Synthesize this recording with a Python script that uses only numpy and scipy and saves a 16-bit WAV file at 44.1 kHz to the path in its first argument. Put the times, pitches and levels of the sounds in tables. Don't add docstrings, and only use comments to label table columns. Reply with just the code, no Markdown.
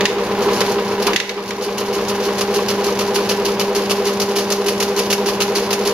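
import sys
import numpy as np
from scipy import signal
from scipy.fft import rfft, irfft
from scipy.io import wavfile
from scipy.ndimage import uniform_filter1d

SR = 44100
rng = np.random.default_rng(int(sys.argv[2]) if len(sys.argv) > 2 else 0)


def digitize_waveform(pressure):
    field = np.atleast_2d(pressure).T
    bounded = np.clip(field, -1, 1)
    quanta = np.round(bounded * 32767).astype(np.int16)
    wavfile.write(sys.argv[1], SR, quanta)


N = 261513
T = np.arange(N) / SR
TURN_S = 0.3


def amp(db):
    return 10 ** (np.asarray(db) / 20)


def unit(x):
    return x / np.sqrt(np.mean(x ** 2) + 1e-20)


def read(points, hz):
    f, value = np.transpose(points)
    return np.interp(np.log(hz + 1), np.log(f + 1), value)


def follow(rows):
    return amp(np.interp(T, *np.transpose(rows)))


def add(mix, start_s, sound):
    part = mix[..., max(round(start_s * SR), 0):][..., :sound.shape[-1]]
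    part += sound[..., :part.shape[-1]]


def convolve(x, response):
    return signal.oaconvolve(np.atleast_2d(x), np.atleast_2d(response), axes=1)[:, :N]


def colour(x, points, size=4096):
    log_gain = np.log(amp(read(points, abs(np.fft.fftfreq(size, 1 / SR)))))
    spectrum = np.exp(np.conj(signal.hilbert(log_gain)))
    response = np.fft.ifft(spectrum).real[:size // 2]
    return convolve(x, response / np.linalg.norm(response))


def resonate(x, hz, width_hz):
    return signal.lfilter(*signal.iirpeak(hz, hz / width_hz, SR), x)


def swell(count, place, swing_db):
    return amp(swing_db * np.cos(2 * np.pi * count * (T / TURN_S - place)))


def clicks(per_s, spread_db):
    size = amp(spread_db * np.minimum(rng.exponential(1, N), 4))
    sign = rng.choice([-1, 1], N)
    return unit(size * sign * (rng.random(N) < per_s / SR))


# level_db [dB], decay_s [s to fall 60 dB]
TURN_SLAPS = [(2.5, 0.11), (-1, 0.24)]
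# time_s [s], first_delay_s [s into the turn], second_delay_s [s into the turn], level_db [dB]
SPIRAL_GROWTH = [(1.499, -0.022, 0.12, -14.5), (2.4, -0.018, .139, -12.5), (3.6, -0.0036, 0.15, -10),
                 (4.8, .003, .166, -10), (5.6, .005, .15, -9)]
FIRST_TURN = 5
SLAP_JITTER_S, SLAP_SPREAD_DB = 0.0024, 1.5
BOUNCE_S, BOUNCE_DB, BOUNCE_DECAY_S = 0.018, 1, 0.062


def slaps():
    rows = []
    when, *delays, level = np.transpose(SPIRAL_GROWTH)
    for turn_s in np.arange(FIRST_TURN * TURN_S, N / SR, TURN_S):
        for delay, (slap_db, decay_s) in zip(delays, TURN_SLAPS):
            shift, hard, gap, rebound = rng.uniform(-1, 1, 4)
            start_s = turn_s + np.interp(turn_s, when, delay) + SLAP_JITTER_S * shift
            db = np.interp(turn_s, when, level) + slap_db + SLAP_SPREAD_DB * hard
            bounce_at_s = start_s + BOUNCE_S * (1 + gap / 2)
            bounce_db = db + BOUNCE_DB + 2 * SLAP_SPREAD_DB * rebound
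            rows += [(start_s, db, decay_s), (bounce_at_s, bounce_db, BOUNCE_DECAY_S)]
    return rows


# pitch_hz [Hz], level_db [dB]
STRAND_COLOUR = [(200, -35), (700, 3.5), (1300, -3), (1900, -0.5), (2600, -3.5), (3400, -3), (6000, 3),
                 (7500, 0), (10000, -0.5), (13000, -2.5), (15500, -19)]
# pitch_hz [Hz], width_hz [Hz], level_db [dB]
WIRE_RINGS = [(2760, 950, -1.5), (2950, 42, 3), (3585, 48, -6), (4380, 600, -3), (5930, 60, -6),
              (11370, 210, -5.5)]


def strands(hits, ring_s=0.056, tick=0.78, count=12):
    t = T[:SR // 20]
    struck = rng.integers(0, count, N)
    out = np.zeros((2, N))
    for strand in range(count):
        ring = rng.standard_normal((2, len(t))) * amp(-60 * t / ring_s)
        ring += 2 * resonate(ring, 2200 * 6 ** rng.random(), 610)
        ring /= np.linalg.norm(ring[0])
        ring[:, 0] += tick * np.array([1, 0.4])
        out += convolve(hits * (struck == strand), ring)
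    out = colour(out, STRAND_COLOUR)
    return out + sum(amp(db) * resonate(out, hz, width_hz) for hz, width_hz, db in WIRE_RINGS)


# start_s [s], level_db [dB], decay_s [s to fall 60 dB]
MESH_SNAGS = [(0.234, -18.5, 0.36), (0.42, -16, 0.29), (0.53, -15.5, 0.65), (0.606, -2.5, 0.03),
              (.661, -15, 0.056), (0.716, -14.5, .1), (1.022, -13, .2), (1.068, -3.5, 0.037),
              (3.4555, -5, 0.059), (5.874, -5, 0.067)]


def wire(shower_db=-11.5, first_db=7, rustle_db=-38, rise_s=0.0012):
    power, contacts = np.zeros(N), np.zeros(N)
    t = T[:SR // 3]
    for start_s, db, decay_s in MESH_SNAGS + slaps():
        fade = amp(db + shower_db - 60 * t / max(decay_s, 0.02)) ** 2
        add(power, start_s, fade * (1 - np.exp(-t / rise_s)))
        add(contacts, start_s, amp([db + first_db]))
    shower = np.sqrt(power) * clicks(per_s=800, spread_db=1.0)
    rustle = amp(rustle_db) * clicks(per_s=1000, spread_db=5.0)
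    rustle = rustle * swell(count=2, place=0.033, swing_db=-1.5)
    rustle = colour(rustle, [(2500, -3), (6000, -2), (13000, -9.5)])
    return microphones(strands(contacts + shower + rustle))


# start_s [s], level_db [dB]
CUTTER_BLOWS = [(.008, -14), (0.0547, -1.5), (.607, -18), (0.616, -15), (1.133, -15.5), (1.161, 3),
                (1.2005, -4.5), (1.2935, -9), (1.507, -14.5)]
# pitch_hz [Hz], level_db [dB]
CRACK_COLOUR = [(100, -40), (500, -33), (1400, -1.5), (2000, 8), (2800, -1), (3400, 1.5), (5000, -0.5),
                (6500, -2.5), (10000, -13), (15500, -25)]
# pitch_hz [Hz], width_hz [Hz], level_db [dB]
JAW_RINGS = [(2200, 200, -16.5), (2850, 390, -0.5), (3700, 250, -4)]


def cutter(crack_s=0.034, rattle_s=0.33, rattle_db=-18):
    out = np.zeros((2, N))
    t = T[:SR // 3]
    fade = amp(-60 * t / crack_s) + amp(rattle_db - 60 * t / rattle_s)
    for start_s, db in CUTTER_BLOWS:
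        add(out, start_s, amp(db) * rng.standard_normal((2, len(t))) * fade)
    out = colour(out, CRACK_COLOUR)
    ring = sum(amp(db) * resonate(out, hz, width_hz) for hz, width_hz, db in JAW_RINGS)
    return microphones(out + ring)


# time_s [s], level_db [dB]
DRIVE_LOAD = [(0, -19), (.5, -18.5), (.9, -22.5), (1.1, -20.5), (1.25, -23), (3.2, -22), (4.6, -24),
              (5.93, -22.5)]
# place [0-1 of a turn], level_db [dB]
TURN_CLUNKS = [(.04, -24), (0.608, -21.5)]
# start_s [s], level_db [dB]
HARD_CLUNKS = [(1.075, -17), (1.374, -18), (1.508, -18)]
# pitch_hz [Hz], level_db [dB]
CLUNK_COLOUR = [(150, -22), (450, -2), (750, 0.5), (1150, 9.5), (1600, -3.5), (2900, -3), (5000, -10),
                (12000, -53)]


def linkage(decay_s=0.12, rise_s=0.003, usual_load_db=-24):
    power = np.zeros(N)
    t = T[:SR // 4]
    turns = np.arange(0, N / SR, TURN_S)
    each_turn = [(turn_s + place * TURN_S, db) for turn_s in turns for place, db in TURN_CLUNKS]
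    for start_s, db in each_turn + HARD_CLUNKS:
        add(power, start_s, amp(db - 60 * t / decay_s) ** 2 * (1 - np.exp(-t / rise_s)))
    shudder = np.sqrt(power) * follow(DRIVE_LOAD) / amp(usual_load_db)
    return microphones(colour(shudder * rng.standard_normal((2, N)), CLUNK_COLOUR))


def knocks(repeat=0.71):
    turn = unit(clicks(per_s=2500, spread_db=3.0)[:round(TURN_S * SR)])
    repeated = np.sqrt(repeat) * np.resize(turn, N)
    return repeated + np.sqrt(1 - repeat) * clicks(per_s=1200, spread_db=1.5)


# pitch_hz [Hz], level_db [dB]
RUMBLE_COLOUR = [(20, -17), (50, -8.5), (120, -4.5), (160, -2.5), (235, 5.5), (290, 2.5), (450, -0.5),
                 (560, -6), (700, 3.5), (1100, -5.5), (1500, -6.5), (2500, -10.5), (4000, -15), (9000, -33)]
# pitch_hz [Hz], width_hz [Hz],
# level_db [dB], swells [per turn], place [0-1 of a turn], swing_db [dB]
FRAME_RINGS = [(120.7, 19, -55, 1, 0.39, -2.5), (210.3, 26.4, -42, 2, 0.4, 6.5),
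               (358, 84, -34.5, 1, 0.7, 3), (414.3, 15.7, -33.5, 1, 0.6, 4),
               (467.7, 57, -28.5, 3, 0.06, 4.5), (579, 70, -35, 3, 0.1, 5), (788, 68, -38.5, 3, 0.06, 1.5),
               (955.4, 92, -35.5, 3, .01, 3.5)]


def drive(body_db=-28, usual_load_db=-25):
    pair = np.array([knocks(), knocks()])
    body = colour(pair, RUMBLE_COLOUR) * swell(count=3, place=0.0051, swing_db=0.5)
    out = amp(body_db) * unit(body)
    for hz, width_hz, db, count, place, swing_db in FRAME_RINGS:
        ring = resonate(resonate(pair, hz, 1.65 * width_hz), hz, 1.65 * width_hz)
        out += amp(db) * unit(ring * swell(count, place, swing_db))
    return microphones(out) * follow(DRIVE_LOAD) / amp(usual_load_db)


MAINS_HZ = 50
# multiple [of the mains], level_db [dB],
# place [0-1 of a turn], swing_db [dB], throb_db [dB]
HUM_LINES = [(4, -26.5, 0.93, 2, 0.8), (8, -20, 0.41, 1, 2.5), (12, -34, 0.85, 3.5, -4),
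             (16, -44, 0.35, 7.5, -8)]
# time_s [s], level_db [dB]
HUM_COURSE = [(0, -1), (1.3, -5.5), (2.7, -3), (4, -2.5), (5.93, -3.5)]


def motor(throb_place=0.077):
    lines = np.zeros(N)
    for multiple, db, place, swing_db, throb_db in HUM_LINES:
        level = amp(db) * swell(1, place, swing_db) * swell(4, throb_place, throb_db)
        lines += level * np.sin(2 * np.pi * (multiple * MAINS_HZ * T + rng.random()))
    return np.sqrt(2) * lines * follow(HUM_COURSE)


# pitch_hz [Hz], decay_s [s to fall 60 dB]
HALL_DECAY = [(200, 0.63), (2000, 0.76), (6000, 0.47), (14000, 0.46)]


def hall(x, size=256):
    noise = rng.standard_normal((2, SR)) * (T[:SR] > 0.012)
    hz, t, bands = signal.stft(noise, SR, nperseg=size)
    fade = amp(-60 * t / read(HALL_DECAY, hz)[:, None])
    tail = signal.istft(bands * fade, SR, nperseg=size)[1]
    return convolve(x, tail / np.linalg.norm(tail[0]))


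# pitch_hz [Hz], coherence [0-1]
MICROPHONE_LIKENESS = [(25, 0.98), (100, 0.99), (400, 0.98), (700, 1), (1400, 0.94), (3000, 0.49),
                       (6000, 0.12), (15000, 0.033)]
# [dB, left over right]
LEFT_LEAN = [(700, 0), (1300, 1.5), (2400, -3), (4000, -1)]


def microphones(pair):
    a, b = rfft(pair)
    hz = np.fft.rfftfreq(N, 1 / SR)
    same = np.clip(read(MICROPHONE_LIKENESS, hz), 0, 1)
    lean = amp(read(LEFT_LEAN, hz) / 2)
    shared, apart = np.sqrt((1 + same) / 2) * a, np.sqrt((1 - same) / 2) * b
    left, right = irfft([(shared + apart) * lean, (shared - apart) / lean], N)
    return np.array([np.roll(left, 2), right])


def scene(hall_db=-11):
    metal = wire() + cutter() + linkage()
    return motor() + drive() + metal + amp(hall_db) * hall(metal)


def record(dry, limit_db=-9, recover_db_per_s=12, notch_hz=8230, notch_width_hz=2100, edge_hz=15800):
    x = signal.lfilter(*signal.iirnotch(notch_hz, notch_hz / notch_width_hz, SR), dry)
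    power_db = 10 * np.log10(abs(uniform_filter1d((x ** 2).mean(0), size=160)) + 1e-12)
    fall_db = T * recover_db_per_s
    held_db = np.maximum.accumulate(power_db + fall_db) - fall_db
    over_db = np.maximum(held_db - limit_db, 0)
    x = np.clip(x / amp(uniform_filter1d(over_db, size=40)), -1, 1)
    low_pass = signal.firwin(401, edge_hz, window=("kaiser", 8), fs=SR)
    return signal.oaconvolve(x, low_pass[None], "same")


dry = scene()
out = record(dry)
digitize_waveform(out)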